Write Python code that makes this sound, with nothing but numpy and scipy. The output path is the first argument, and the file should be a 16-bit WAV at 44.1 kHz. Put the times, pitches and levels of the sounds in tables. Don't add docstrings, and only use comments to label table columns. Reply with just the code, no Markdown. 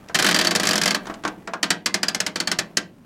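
import sys
import numpy as np
from scipy import signal
from scipy.fft import rfft, irfft, next_fast_len
from scipy.io import wavfile
from scipy.ndimage import map_coordinates

SR = 44100
rng = np.random.default_rng(int(sys.argv[2]) if len(sys.argv) > 2 else 0)


def generate_wav(signal):
    frames = np.transpose(np.atleast_2d(signal))
    scaled = np.clip(frames, -1, 1) * 32767
    pcm = np.round(scaled).astype(np.int16)
    wavfile.write(sys.argv[1], SR, pcm)


N = 134505

# t/s, relative snap level/dB, spring level/dB, panel level/dB
RATCHET_CLICKS = [(0.1457, -8.5, -12, -17.5), (0.153, -8, -14, -18), (0.1881, -10, -28, -18),
                  (0.1957, -10, -20, -17), (0.224, -8, -19, -20), (.2445, -11, -22, -16),
                  (0.2643, -8, -20.5, -14), (0.2867, -13, -14, -16), (.311, -8.5, -10.5, -18),
                  (0.3445, -6, -1, -16.5), (0.3621, -10, -0.5, -19.5), (0.3884, -5.5, -4.5, -16.5),
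                  (.412, -9, -3, -19), (.4471, -11, -9, -17.5), (.4708, -7, 3, -19.5),
                  (0.5093, -8.5, -9, -19), (0.551, -8, -26, -18), (0.5592, -5, -3.5, -22),
                  (0.5979, -9, -10, -21), (.632, -13, -23, -19.5), (0.6526, -13.5, -13, -21.5),
                  (.671, -5.5, -2, -22), (0.6891, -6, -5, -19), (0.7094, -8.5, -1, -20),
                  (.732, -10.5, -13, -20), (0.756, -6.5, -19.5, -20), (.779, -8.5, -16, -23.5),
                  (0.8145, -6, -8, -21), (.8348, -7.5, -4.5, -24.5), (0.8576, -5, -12, -19.5),
                  (0.8776, -8.5, -1.5, -20), (0.9073, -8.5, -4.5, -20.5), (0.9462, -11, -5, -19.5),
                  (1.6299, -5, -6.5, -17), (1.7046, -2.5, -4, -15.5), (1.8602, -4, -3, -19),
                  (1.9422, -4, -3.5, -19), (2.031, -7, -0.5, -21.5), (2.0834, -7, 0.5, -23.5),
                  (2.147, -6.5, -13, -25), (2.2029, -4.5, -15.5, -23.5), (2.2643, -8, -14.5, -23.5),
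                  (2.358, -13, -10, -24), (2.4018, -8, -5, -23), (2.4735, -9, -3, -23),
                  (2.5153, -6, -9.5, -20.5), (2.588, -3.5, -12.5, -20), (2.771, -2, -7, -19)]
# t/s, relative knock level/dB, tick level/dB
FINGER_KNOCKS = [(0.086, -43.5, -37), (0.096, -21.5, -49.5), (1.055, -27, -39.5), (1.069, -18.5, -33),
                 (1.098, -16, -40), (1.14, -28.5, -34.5), (1.237, -18.5, -33.5), (1.25, -6.5, -24),
                 (1.277, -16, -25), (1.474, -14.5, -30.5), (1.535, -11.5, -27.5)]
# f/Hz, relative density/dB per Hz
PANEL_SPECTRUM = [(150, -34), (600, -16), (950, -18), (1200, -0.5), (1800, 0.5), (2700, -3), (4500, -3),
                  (7000, -10.5), (11000, -25.5), (16000, -39)]

CLICK_S, SNAP_DB, SPRING_DB, PANEL_DB = np.transpose(RATCHET_CLICKS)
KNOCK_S, KNOCK_DB, TICK_DB = np.transpose(FINGER_KNOCKS)
FAST = CLICK_S < 0.95
SNAP_ATTACK_S, CONTACT_T60_S = 0.00044, 0.0071
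ALIKE = 0.33


def amp(db):
    return 10 ** (np.asarray(db) / 20)


def unit(x):
    return x / np.sqrt(np.mean(x ** 2) + 1e-20)


def along(points, hz):
    f, v = np.transpose(points)
    return np.interp(np.log(hz + 1), np.log(f + 1), v)


def ring_time():
    return np.arange(SR // 2) / SR


def envelope(attack_s, t60_s):
    t = ring_time()
    rise = 1 - np.exp(-t / attack_s)
    return rise * np.exp(-np.log(1000) * t / t60_s)


def add(track, s, x):
    part = track[max(0, round(s * SR)):][:len(x)]
    part += x[:len(part)]


def coloured(x, spectrum):
    m = 2 * next_fast_len(len(x) // 2 + SR // 8)
    gain = unit(amp(along(spectrum, np.fft.rfftfreq(m, 1 / SR))))
    cepstrum = irfft(np.log(gain))
    cepstrum[1:m // 2] *= 2
    cepstrum[m // 2 + 1:] = 0
    response = np.exp(rfft(cepstrum))
    return irfft(rfft(x, m) * response, m)[:len(x)]


def grainy(depth_db):
    grain_hz = 600.2
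    levels = rng.standard_normal(N // 8)
    wander = map_coordinates(levels, [np.arange(N) * grain_hz / SR], order=1)
    return unit(amp(depth_db * wander))


def rattle(times, levels_db, spectrum, attack_s, t60_s, alike=0):
    shape = envelope(attack_s, t60_s)
    track = np.zeros(N)
    own = np.sqrt(alike) * rng.standard_normal(len(shape))
    for s, db in zip(times, levels_db):
        new = np.sqrt(1 - alike) * rng.standard_normal(len(shape))
        add(track, s, amp(db) * shape * (own + new))
    return coloured(track * grainy(1.5), spectrum)


def ring(modes, attack_s, pitch, scatter, vary_db):
    t = ring_time()
    out = np.zeros(len(t))
    for k, (hz, db, t60_s) in enumerate(modes):
        a, b = rng.standard_normal(2)
        f = hz * pitch * (1 + scatter * b)
        level = (-1) ** k * amp(db + vary_db * a)
        out += level * envelope(attack_s, t60_s) * np.sin(2 * np.pi * f * t)
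    return out


def rings(times, levels_db, modes, attack_s, pitch, scatter, vary_db):
    track = np.zeros(N)
    for s, db in zip(times, levels_db):
        add(track, s, amp(db) * ring(modes, attack_s, pitch, scatter, vary_db))
    return track


def snap():
    # f/Hz, relative density/dB per Hz
    crack_spectrum = [(200, -21.5), (900, -11.5), (1500, -5.5), (2600, -2), (3600, -8.5), (4800, -3),
                      (7500, -3.5), (10000, -12), (12500, -18), (16000, -31.5)]
    # f/Hz, relative density/dB per Hz
    fizz_spectrum = [(2000, -33), (9500, 2), (12700, 1), (16000, -19)]
    crack_db, crack_t60_s = SNAP_DB - 10, 0.038
    slip_s, slip_db = 0.0019, -13.5
    bounce_s, bounce_db = 0.003, -8.5
    fizz_db, fizz_t60_s = -10, 0.042

    slip = rattle(CLICK_S - slip_s, crack_db + slip_db, crack_spectrum, SNAP_ATTACK_S, crack_t60_s)
    crack = rattle(CLICK_S, crack_db, crack_spectrum, SNAP_ATTACK_S, crack_t60_s, ALIKE)
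    landings = CLICK_S + bounce_s * (.5 + rng.random(len(CLICK_S)))
    bounce = rattle(landings, SNAP_DB + bounce_db, crack_spectrum, SNAP_ATTACK_S, CONTACT_T60_S)
    fizz = rattle(CLICK_S[FAST], PANEL_DB[FAST] + fizz_db, fizz_spectrum, SNAP_ATTACK_S, fizz_t60_s, ALIKE)
    return slip + crack + bounce + fizz


def pawl():
    pawl_modes = [(4280, -7, .017), (5170, -10.5, 0.029), (5616, -9, .023), (6420, -12.5, 0.027),
                  (7150, -8.5, 0.011)]
    return rings(CLICK_S, SNAP_DB - 4.5, pawl_modes, SNAP_ATTACK_S, pitch=1, scatter=0.013, vary_db=3)


def spring():
    # t/s, f/Hz
    spring_notes = [(.41, 4690), (.47, 4530), (.83, 4840), (.95, 4370), (1.63, 4460), (2.08, 4830),
                    (2.42, 4400), (2.77, 4590)]
    level_db, attack_s, t60_s = SPRING_DB - 0.5, 0.0016, 0.015
    track = np.zeros(N)
    for s, db in zip(CLICK_S, level_db):
        hz = np.interp(s, *np.transpose(spring_notes))
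        add(track, s, amp(db) * envelope(attack_s, t60_s) * np.sin(2 * np.pi * hz * ring_time()))
    return track


def knob():
    knob_modes = [(1676, -0.5, .04), (2005, -0.5, .035)]
    return rings(CLICK_S, PANEL_DB, knob_modes, SNAP_ATTACK_S, pitch=0.97, scatter=.06, vary_db=2)


def front_panel():
    panel_modes = [(1572, -14.5, 0.19), (1917, -12.5, 0.061), (2347, -17.5, 0.075), (3080, 1.5, 0.04),
                   (3354, -13.5, 0.12)]
    attack_s, rattle_db, rattle_t60_s = 0.0025, 2, 0.086
    modes = rings(CLICK_S, PANEL_DB, panel_modes, attack_s, pitch=1, scatter=0.0031, vary_db=.5)
    dense = rattle(CLICK_S, PANEL_DB + rattle_db, PANEL_SPECTRUM, attack_s, rattle_t60_s, ALIKE)
    return modes + dense


def chatter():
    rate_per_s, level_db, spread_db = 110, -2.5, 3.5
    times = CLICK_S[FAST]
    contacts = rng.uniform(times[0], times[-1], int(rate_per_s * np.ptp(times)))
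    contact_db = np.interp(contacts, times, PANEL_DB[FAST]) + level_db
    contact_db += spread_db * rng.standard_normal(len(contacts))
    return rattle(contacts, contact_db, PANEL_SPECTRUM, SNAP_ATTACK_S, CONTACT_T60_S)


def knocks():
    # f/Hz, relative density/dB per Hz
    knock_spectrum = [(150, -27.5), (300, 4.5), (750, 4), (1400, 7.5), (2000, -1), (2800, -9.5),
                      (6000, -18.5), (14000, -50.5)]
    # f/Hz, relative density/dB per Hz
    tick_spectrum = [(500, -15.5), (2000, 12), (4500, 6.5), (7000, 4.5), (11000, -12), (16000, -29)]
    tap = rattle(KNOCK_S, KNOCK_DB - 4, knock_spectrum, SNAP_ATTACK_S, t60_s=0.0025)
    dull = rattle(KNOCK_S, KNOCK_DB - 13.5, knock_spectrum, SNAP_ATTACK_S, t60_s=0.12)
    tick = rattle(KNOCK_S, TICK_DB + .5, tick_spectrum, SNAP_ATTACK_S, t60_s=0.042)
    return tap + dull + tick


def shaft():
    shaft_modes = [(308, -22, .13), (672, -21, 0.15), (904.5, -25.5, 0.071), (1085, -21.5, 0.13),
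                   (1368, -21, 0.049), (1576, -19.5, 0.098), (1883, -23, .06)]
    return rings(KNOCK_S, KNOCK_DB, shaft_modes, SNAP_ATTACK_S, pitch=1, scatter=0.016, vary_db=3)


def rub():
    # t/s, level/dB
    rub_levels = [(0.98, -50), (1.08, -41), (1.2, -50.5), (1.42, -50), (1.6, -64.5), (2.7, -54),
                  (2.9, -59.5)]
    # f/Hz, relative density/dB per Hz
    rub_spectrum = [(200, 3.5), (700, 1.5), (1800, -6.5), (4000, -17), (14000, -26)]
    skin = unit(coloured(rng.standard_normal(N) * grainy(3), rub_spectrum))
    level_db = np.interp(np.arange(N) / SR, *np.transpose(rub_levels))
    return skin * amp(level_db)


def cabinet():
    cabinet_modes = [(172.7, -5, 0.33), (191.6, -2.5, 0.32), (213.1, -3.5, 0.32), (298.3, -5, 0.23),
                     (347.4, -2.5, 0.16), (396.4, -6.5, 0.15), (494.5, -9, 0.29), (641.8, 3, 0.094),
                     (788, -18, .17)]
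    # f/Hz, relative density/dB per Hz
    thump_spectrum = [(30, -27), (70, -19.5), (100, -7.5), (135, -11), (175, -1), (230, 0), (340, 0),
                      (530, -7), (680, -3.5), (1200, -5), (3000, -44.5)]
    attack_s, thump_t60_s = 0.00062, 0.16
    modes_db, thump_db = -13.5, -8
    follows = .5
    spin_db, knock_db = 2, -12

    usual_db = np.mean(PANEL_DB)
    click_db = usual_db + follows * (PANEL_DB - usual_db) + spin_db * FAST
    times = np.concatenate([CLICK_S, KNOCK_S])
    levels_db = np.concatenate([click_db, KNOCK_DB + knock_db])
    box = rings(times, levels_db + modes_db, cabinet_modes, attack_s, pitch=0.98, scatter=0.0073, vary_db=0.5)
    return box + rattle(times, levels_db + thump_db, thump_spectrum, attack_s, thump_t60_s)


def room(x, count=24):
    # f/Hz, t60/s
    room_t60 = [(150, 0.92), (400, 0.61), (1200, 0.17), (3000, 0.26), (5000, 0.18), (14000, 0.18)]
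    # f/Hz, relative level/dB
    room_spectrum = [(200, -3), (1200, 3.5), (4500, -6), (15000, -16)]
    delay_s = .009
    wet = np.zeros(N)
    for stretch in np.array_split(np.arange(N), count):
        hz, t, z = signal.stft(rng.standard_normal(SR // 2), SR, nperseg=256)
        decay = np.exp(-np.log(1000) * t / along(room_t60, hz)[:, None])
        tail = signal.istft(z * decay, SR)[1]
        tail /= np.linalg.norm(tail)
        add(wet, stretch[0] / SR + delay_s, signal.fftconvolve(x[stretch], tail))
    return coloured(wet, room_spectrum)


def room_noise():
    # f/Hz, relative density/dB per Hz
    air_spectrum = [(15, -45.5), (25, -24), (212, 10.5), (560, -17.5), (1130, -43), (1400, -29.5),
                    (2480, -29), (16000, -36.5)]
    return amp(-50) * unit(coloured(rng.standard_normal(N), air_spectrum))


def scene():
    ratchet = snap() + pawl() + spring() + knob() + front_panel() + chatter()
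    fingers = knocks() + shaft() + rub()
    direct = ratchet + fingers + cabinet()
    return (direct + amp(-18) * room(direct) + room_noise())[None]


def record(dry):
    peak_db, top_hz = -2, 16100
    soft = dry / (1 + np.abs(dry / amp(peak_db)) ** 6) ** (1 / 6)
    m = next_fast_len(N + SR // 2)
    band = np.fft.rfftfreq(m, 1 / SR) < top_hz
    return irfft(rfft(soft, m) * band, m)[..., :N]


dry = scene()
out = record(dry)
generate_wav(out)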